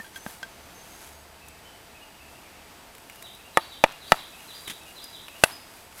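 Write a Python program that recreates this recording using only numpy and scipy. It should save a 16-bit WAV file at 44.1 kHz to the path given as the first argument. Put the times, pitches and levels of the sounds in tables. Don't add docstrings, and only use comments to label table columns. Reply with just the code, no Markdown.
import sys
import numpy as np
from scipy import signal
from scipy.fft import rfft, irfft
from scipy.io import wavfile
from scipy.ndimage import uniform_filter1d

SR = 44100
rng = np.random.default_rng(int(sys.argv[2]) if len(sys.argv) > 2 else 0)


def dump(signal):
    limited = np.clip(np.atleast_2d(signal).T, -1, 1)
    pcm = np.round(limited * 32767).astype(np.int16)
    wavfile.write(sys.argv[1], SR, pcm)


N = 264600
TIME = np.arange(N) / SR
BRIEF = TIME[:SR // 4]


def amp(db):
    return 10 ** (np.asarray(db) / 20)


def evened(x):
    return x / np.sqrt(np.mean(x ** 2) + 1e-20)


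def read(points, hz):
    f, value = np.transpose(points)
    return np.interp(np.log(hz + 1), np.log(f + 1), value)


def add(mix, s, sound):
    part = mix[max(round(s * SR), 0):][:len(sound)]
    part += sound[:len(part)]


def coloured(x, spectrum):
    gain = amp(read(spectrum, np.fft.rfftfreq(len(x), 1 / SR)))
    return evened(irfft(rfft(x) * gain, len(x)))


def band(count, hz, width_hz):
    f = np.fft.rfftfreq(count, 1 / SR)
    resonance = 1 / (1 + ((f - hz) / width_hz) ** 2)
    return evened(irfft(rfft(rng.standard_normal(count)) * resonance, count))


def dying(t60):
    return np.exp(-np.log(1000) * BRIEF / max(t60, 1e-4))


def ring(modes):
    return sum(amp(db) * dying(t60) * np.cos(2 * np.pi * hz * BRIEF) for hz, db, t60 in modes)


def grains(count, spectrum, spread_db):
    size = evened(uniform_filter1d(rng.standard_normal(count), size=40))
    return coloured(rng.standard_normal(count) * amp(spread_db * size), spectrum)


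def contact(x, hard_hz, low_hz):
    s = 1j * np.fft.rfftfreq(2 * len(x), 1 / SR)
    response = (s / (s + low_hz) / (1 + s / hard_hz)) ** 2
    return irfft(rfft(x, 2 * len(x)) * response)[:len(x)]


# (f/Hz, relative level/dB per Hz)
HUSH_COLOUR = [(12, -44), (20, -9), (70, -7), (101, -8.5), (277, -8.5), (310, -8.5), (678, -10.5),
               (802, -10.5), (1910, -13.5), (2600, -14.5), (4180, -18.5), (9670, -25), (13500, -25.5),
               (14700, -25), (16000, -47)]
# (f/Hz, half width/Hz, level/dB)
HUSH_MODES = [(680, 50, -62), (885, 71, -63), (7840, 110, -69)]
# (f/Hz, level/dB)
WHINE = [(4740, -69), (9480, -68), (14190, -100), (14222, -70.5)]


def background(air_db=-50.5, swell_db=-0.76, wander=0.000444, drone_db=-62.5, drone_late_db=-70,
               fade_at_s=2.7, fade_s=.35):
    swell = swell_db * band(N, hz=0.54, width_hz=1.7)
    air = amp(air_db + swell) * coloured(rng.standard_normal(N), HUSH_COLOUR)
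    hollow = sum(amp(db) * band(N, hz, width) for hz, width, db in HUSH_MODES)
    faded = (1 + np.tanh((TIME - fade_at_s) / fade_s)) / 2
    drone = amp(drone_db + (drone_late_db - drone_db) * faded) * band(N, hz=74, width_hz=4)
    turn = 2 * np.pi * np.cumsum(1 + wander * band(N, hz=2, width_hz=5.5)) / SR
    whine = sum(amp(db) * np.sqrt(2) * np.sin(hz * turn) for hz, db in WHINE)
    return air + hollow + drone + whine


# (t/s, ring level/dB, f/Hz, factor on the overtone, scuff level/dB, thud level/dB)
CLINKS = [(.0005, -31, 1800, 0.091, -50.5, -33), (0.044, -41, 1580, 0.77, -48, -68),
          (0.064, -46, 1610, .9, -45, -65), (.159, -33.5, 1575, 1.4, -41, -70),
          (0.264, -41, 1564, 0.61, -42.5, -23), (.429, -28.5, 1573, 0.54, -31, -58)]
# (multiple of its pitch, relative level/dB, t60/s)
BILLET = [(1, 4.5, 0.059), (2.08, 0.5, 0.042)]
# (f/Hz, relative level/dB, t60/s)
THUD = [(205, -2.5, 0.034), (584, -6, 0.0092), (770, -3.5, 0.01), (1260, -3, 0.0081), (1600, -6, 0.019)]


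def woodpile(rise_s=0.0025, scuff_t60=0.027):
    out = np.zeros(N)
    (low_ratio, *low_mode), (high_ratio, *high_mode) = BILLET
    thud = contact(ring(THUD), hard_hz=2440, low_hz=25)
    for s, db, hz, overtone, scuff_db, thud_db in CLINKS:
        clink = ring([(hz * low_ratio, *low_mode)]) + overtone * ring([(hz * high_ratio, *high_mode)])
        soft_clink = clink * (1 - np.exp(-BRIEF / rise_s))
        scuff = band(len(BRIEF), hz=2300, width_hz=3600) * dying(scuff_t60)
        add(out, s, amp(db) * soft_clink + amp(scuff_db) * scuff + amp(thud_db) * thud)
    return out


# (t/s at its height, half length/s, level/dB)
MOVES = [(0.016, 0.077, -51.5), (0.17, 0.012, -44), (0.303, 0.065, -45.5), (0.907, 0.13, -53),
         (1.052, 0.066, -49), (2.345, 0.11, -60), (3.22, 0.16, -54.5), (3.72, 0.33, -57.5),
         (4.136, 0.063, -46.5), (4.572, 0.29, -50), (5.05, 0.47, -53.5), (5.467, 0.092, -47.5),
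         (5.775, 0.082, -53), (5.99, 0.025, -44.5)]
# (f/Hz, relative level/dB per Hz)
RUSTLE_COLOUR = [(300, -1), (1500, 3.5), (4000, -1), (7000, -1), (11500, 1), (14000, -3.5), (16000, -13)]
# (t/s, level/dB, level of the low part against it/dB)
TICKS = [(1.484, -39, -18), (2.9502, -43.5, 2), (2.9817, -47, 3), (3.098, -42, 2), (3.158, -44.5, -12),
         (3.2247, -37, -3), (3.3493, -45, -19), (3.921, -41.5, -3), (5.0413, -36.5, -26),
         (5.2826, -45.5, 10), (5.9255, -52, 8.5)]
# (t/s, length before it dies/s, level/dB)
SLIPS = [(4.674, 0.0055, -33.5), (4.697, 0.01, -35)]
# (f/Hz, relative level/dB per Hz)
SLIDE_COLOUR = [(59, -38), (100, -3), (350, -7.5), (583, -15.5), (2520, -4), (3400, -2.5), (4770, -14.5),
                (11400, -11), (16000, -24)]


def handling(tick_t60=0.026, still_db=-72, slip_rise_s=0.0018, slip_t60=0.091):
    swells = sum((amp(db) / (1 + ((TIME - s) / half) ** 2)) ** 2 for s, half, db in MOVES)
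    cloth = np.sqrt(amp(still_db) ** 2 + swells)
    grip = np.zeros(N)
    for s, length, db in SLIPS:
        release = np.exp(-np.log(1000) * np.maximum(BRIEF - length, 0) / slip_t60)
        add(grip, s, amp(db) * np.minimum(BRIEF / slip_rise_s, 1) * release)
    rustle = cloth * grains(N, RUSTLE_COLOUR, spread_db=3.0)
    out = rustle + grip * grains(N, SLIDE_COLOUR, spread_db=2.0)
    for s, db, low_db in TICKS:
        bright = band(len(BRIEF), hz=9900, width_hz=5400)
        low = amp(low_db) * band(len(BRIEF), hz=2200, width_hz=1140)
        add(out, s, amp(db) * (bright + low) * dying(tick_t60))
    return out


def clearing(x, echo_s=.0228, echo_db=-27, echo_hz=1500, ground_db=-25, ground_t60=0.047):
    scatter = rng.standard_normal(len(BRIEF)) * (dying(ground_t60) - dying(ground_t60 / 2))
    out = x + amp(ground_db) * signal.fftconvolve(x, scatter / np.linalg.norm(scatter))[:N]
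    add(out, echo_s, amp(echo_db) * contact(x, echo_hz, low_hz=250))
    return out


# (f/Hz, relative level/dB per Hz)
FOREST_COLOUR = [(100, -52), (400, -11), (900, 2), (1600, -5), (4000, -2.5), (8000, -14), (15000, 12.5)]
# (f/Hz, t60/s)
FOREST_T60 = [(200, 0.17), (1500, 0.56), (4000, 0.76), (12000, 0.12)]


def forest(x, build_s):
    taps = rng.standard_normal(SR) * (rng.random(SR) < .06)
    hz, t, z = signal.stft(taps, SR, nperseg=256)
    decay = np.exp(-np.log(1000) * t / read(FOREST_T60, hz)[:, None])
    z = z * amp(read(FOREST_COLOUR, hz))[:, None] * decay
    tail = signal.istft(z, SR, nperseg=256)[1][:SR]
    tail = tail * (1 - np.exp(-(TIME[:SR] / build_s) ** 2))
    return signal.fftconvolve(x, tail / np.linalg.norm(tail))[:N]


def tone(pitch):
    return np.sqrt(2) * np.sin(2 * np.pi * np.cumsum(pitch) / SR)


def syllable(shape, hz, db, waver=0.013):
    at, factor, shape_db = np.transpose(shape)
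    t = TIME[:int(at[-1] * SR)]
    pitch = hz * np.interp(t, at, factor) * (1 + waver * band(len(t), hz=59.6, width_hz=25.4))
    level = amp(db + np.interp(t, at, shape_db))
    return level * signal.windows.tukey(len(t), .2) * tone(pitch)


# (t/s from its start, factor on the pitch, relative level/dB)
SLUR = [(0, .98, -12), (.016, 1, 0), (.031, .92, -1), (.043, .82, -2), (.058, .74, -11)]
FLICK = [(0, .8, -10), (.011, .96, -3), (.019, 1.015, 1), (.035, 1, -1), (.055, .99, -10)]
COO = [(0, .97, 2), (.015, 1.015, 5.5), (.035, .99, -3), (.06, .95, -12)]
# (t/s, length/s, f/Hz, relative level/dB)
WHISTLES = [(0.119, 0.14, 6150, -49), (.44, 0.26, 6210, -58.5), (.73, 0.12, 6335, -50),
            (0.888, .09, 6420, -51), (1.01, .05, 6480, -54), (1.1, 0.12, 6500, -54)]
# (shape, t/s, f/Hz, relative level/dB)
FAR_NOTES = [(COO, 1.415, 2600, -53), (SLUR, 1.468, 2550, -58), (COO, 1.648, 3060, -53),
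             (COO, 1.94, 2540, -54), (COO, 2.011, 2850, -52), (COO, 2.2, 2630, -53),
             (COO, 2.341, 2740, -59), (SLUR, 2.43, 2490, -55), (COO, 2.531, 2620, -58),
             (SLUR, 2.59, 2420, -58), (COO, 3.09, 2830, -59), (COO, 3.169, 2860, -55)]
# (t/s, relative level/dB, factor on the syllable spacing, number of the syllable that it skips)
PHRASES = [(3.229, -1.5, 1, None), (3.701, -1, .99, None), (4.166, 0, 1.005, None), (4.645, 0, 1.005, None),
           (5.122, .5, 1.055, 3)]
# (shape, t/s into the phrase, f/Hz, climb from one phrase to the next/Hz, relative level/dB)
SYLLABLES = [(SLUR, 0, 3930, 10, -42.5), (COO, .156, 2555, 10, -53), (COO, .215, 2800, 13, -52.5),
             (SLUR, .306, 4040, 25, -43.5), (FLICK, .365, 4550, 115, -44)]


def birds(direct_db=-5, wet_db=0.5, whistle_db=-3, whistle_waver_hz=25):
    out = np.zeros(N)
    flutter = whistle_waver_hz * band(N, hz=39.7, width_hz=29)
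    for s, length, hz, db in WHISTLES:
        pitch = hz + flutter[round(s * SR):round((s + length) * SR)]
        add(out, s, amp(db + whistle_db) * signal.windows.tukey(len(pitch), .5) * tone(pitch))
    for shape, s, hz, db in FAR_NOTES:
        add(out, s, syllable(shape, hz, db))
    for repeat, (s, phrase_db, stretch, skipped) in enumerate(PHRASES):
        for number, (shape, after_s, hz, climb_hz, db) in enumerate(SYLLABLES):
            if number != skipped:
                add(out, s + stretch * after_s, syllable(shape, hz + repeat * climb_hz, phrase_db + db))
    return amp(direct_db) * out + amp(wet_db) * forest(out, build_s=0.0061)


# (t/s, force level/dB, hardness of the contact as f/Hz, lowest pitch driven as f/Hz, factor on ring time,
#    lower cleft f/Hz, level/dB, upper cleft f/Hz, level/dB, rebound delay/s, rebound level/dB,
#    crack level/dB, falling grit level/dB)
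KNOCKS = [(3.5728, -4.5, 3170, 246, 1.57, 1122, -2.5, 1890, -4.5, 0.0022, -7, -20, -50),
          (3.8394, 0.9, 5370, 5, 0.67, 746, -6.5, 2433, -3, .00342, -8.5, -27, -58),
          (4.1202, 1.6, 6900, 4.4, 0.87, 787, -11.5, 1300, 2.5, 0.001046, -9.5, -17.5, -57),
          (5.4376, -0.5, 6900, 230, 0.61, 1540, -0.5, 2650, 0.5, 0.001405, -11, -4.5, -38.5)]
# (f/Hz, relative level/dB, t60/s before the factor on ring time)
LOG = [(189, -12.3, .028), (345, -21, .042), (577, -6.3, .0146), (661, -19, .055), (722, -1.5, .013),
       (891, -12.1, .04), (1220, -8, .024), (1490, -9, .0073), (1740, -8.5, .0185), (1930, -16.5, .035),
       (2390, -13.5, .026), (2830, -15.2, .026), (3330, -8.5, .012)]
# (f/Hz, relative level/dB per Hz)
CRACK_COLOUR = [(1200, -20), (2800, -2), (5000, -1), (6500, -3), (7700, -1), (8800, -3), (10600, 4),
                (12100, -8), (16000, -16)]


def knocks(cleft_t60=0.023, push_t60=0.00029, rebound_hz=4500, crack_t60=0.019, grit_t60=0.31,
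           thump_db=-51, thump_hz=42, thump_t60=.11):
    out = np.zeros(N)
    for (s, db, hard_hz, low_hz, hold, lower_hz, lower_db, upper_hz, upper_db,
         rebound_s, rebound_db, crack_db, grit_db) in KNOCKS:
        cleft = [(lower_hz, lower_db, cleft_t60), (upper_hz, upper_db, cleft_t60)]
        modes = [(hz, mode_db, t60 * hold) for hz, mode_db, t60 in list(LOG) + cleft]
        body = ring(modes) + dying(push_t60)
        wood = amp(db) * contact(body, hard_hz, low_hz)
        crack = amp(crack_db) * grains(len(BRIEF), CRACK_COLOUR, spread_db=2.5) * dying(crack_t60)
        grit = amp(grit_db) * band(len(BRIEF), hz=10900, width_hz=1200) * dying(grit_t60)
        thump = ring([(thump_hz, db + thump_db, thump_t60)])
        add(out, s, wood + crack + grit + thump)
        rebound = contact(wood, rebound_hz, low_hz=3.6)
        add(out, s + rebound_s, amp(rebound_db) * rebound)
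    return out


def scene(forest_db=-2, forest_hz=3000, depth_s=.04):
    work = woodpile() + handling() + knocks()
    spread = np.zeros(N)
    for s, db, *_ in KNOCKS:
        clap = contact(signal.unit_impulse(2048), forest_hz, low_hz=200)
        add(spread, s, amp(db / 2) * clap)
    answer = amp(forest_db) * forest(spread, build_s=depth_s)
    return (background() + clearing(work) + birds() + answer)[None]


def record(dry, edge_hz=16100):
    clipped = np.clip(dry, -1, 1)
    lowpass = signal.firwin(511, edge_hz, window=("kaiser", 9), fs=SR)
    return signal.oaconvolve(clipped, lowpass[None], "same")


dry = scene()
out = record(dry)
dump(out)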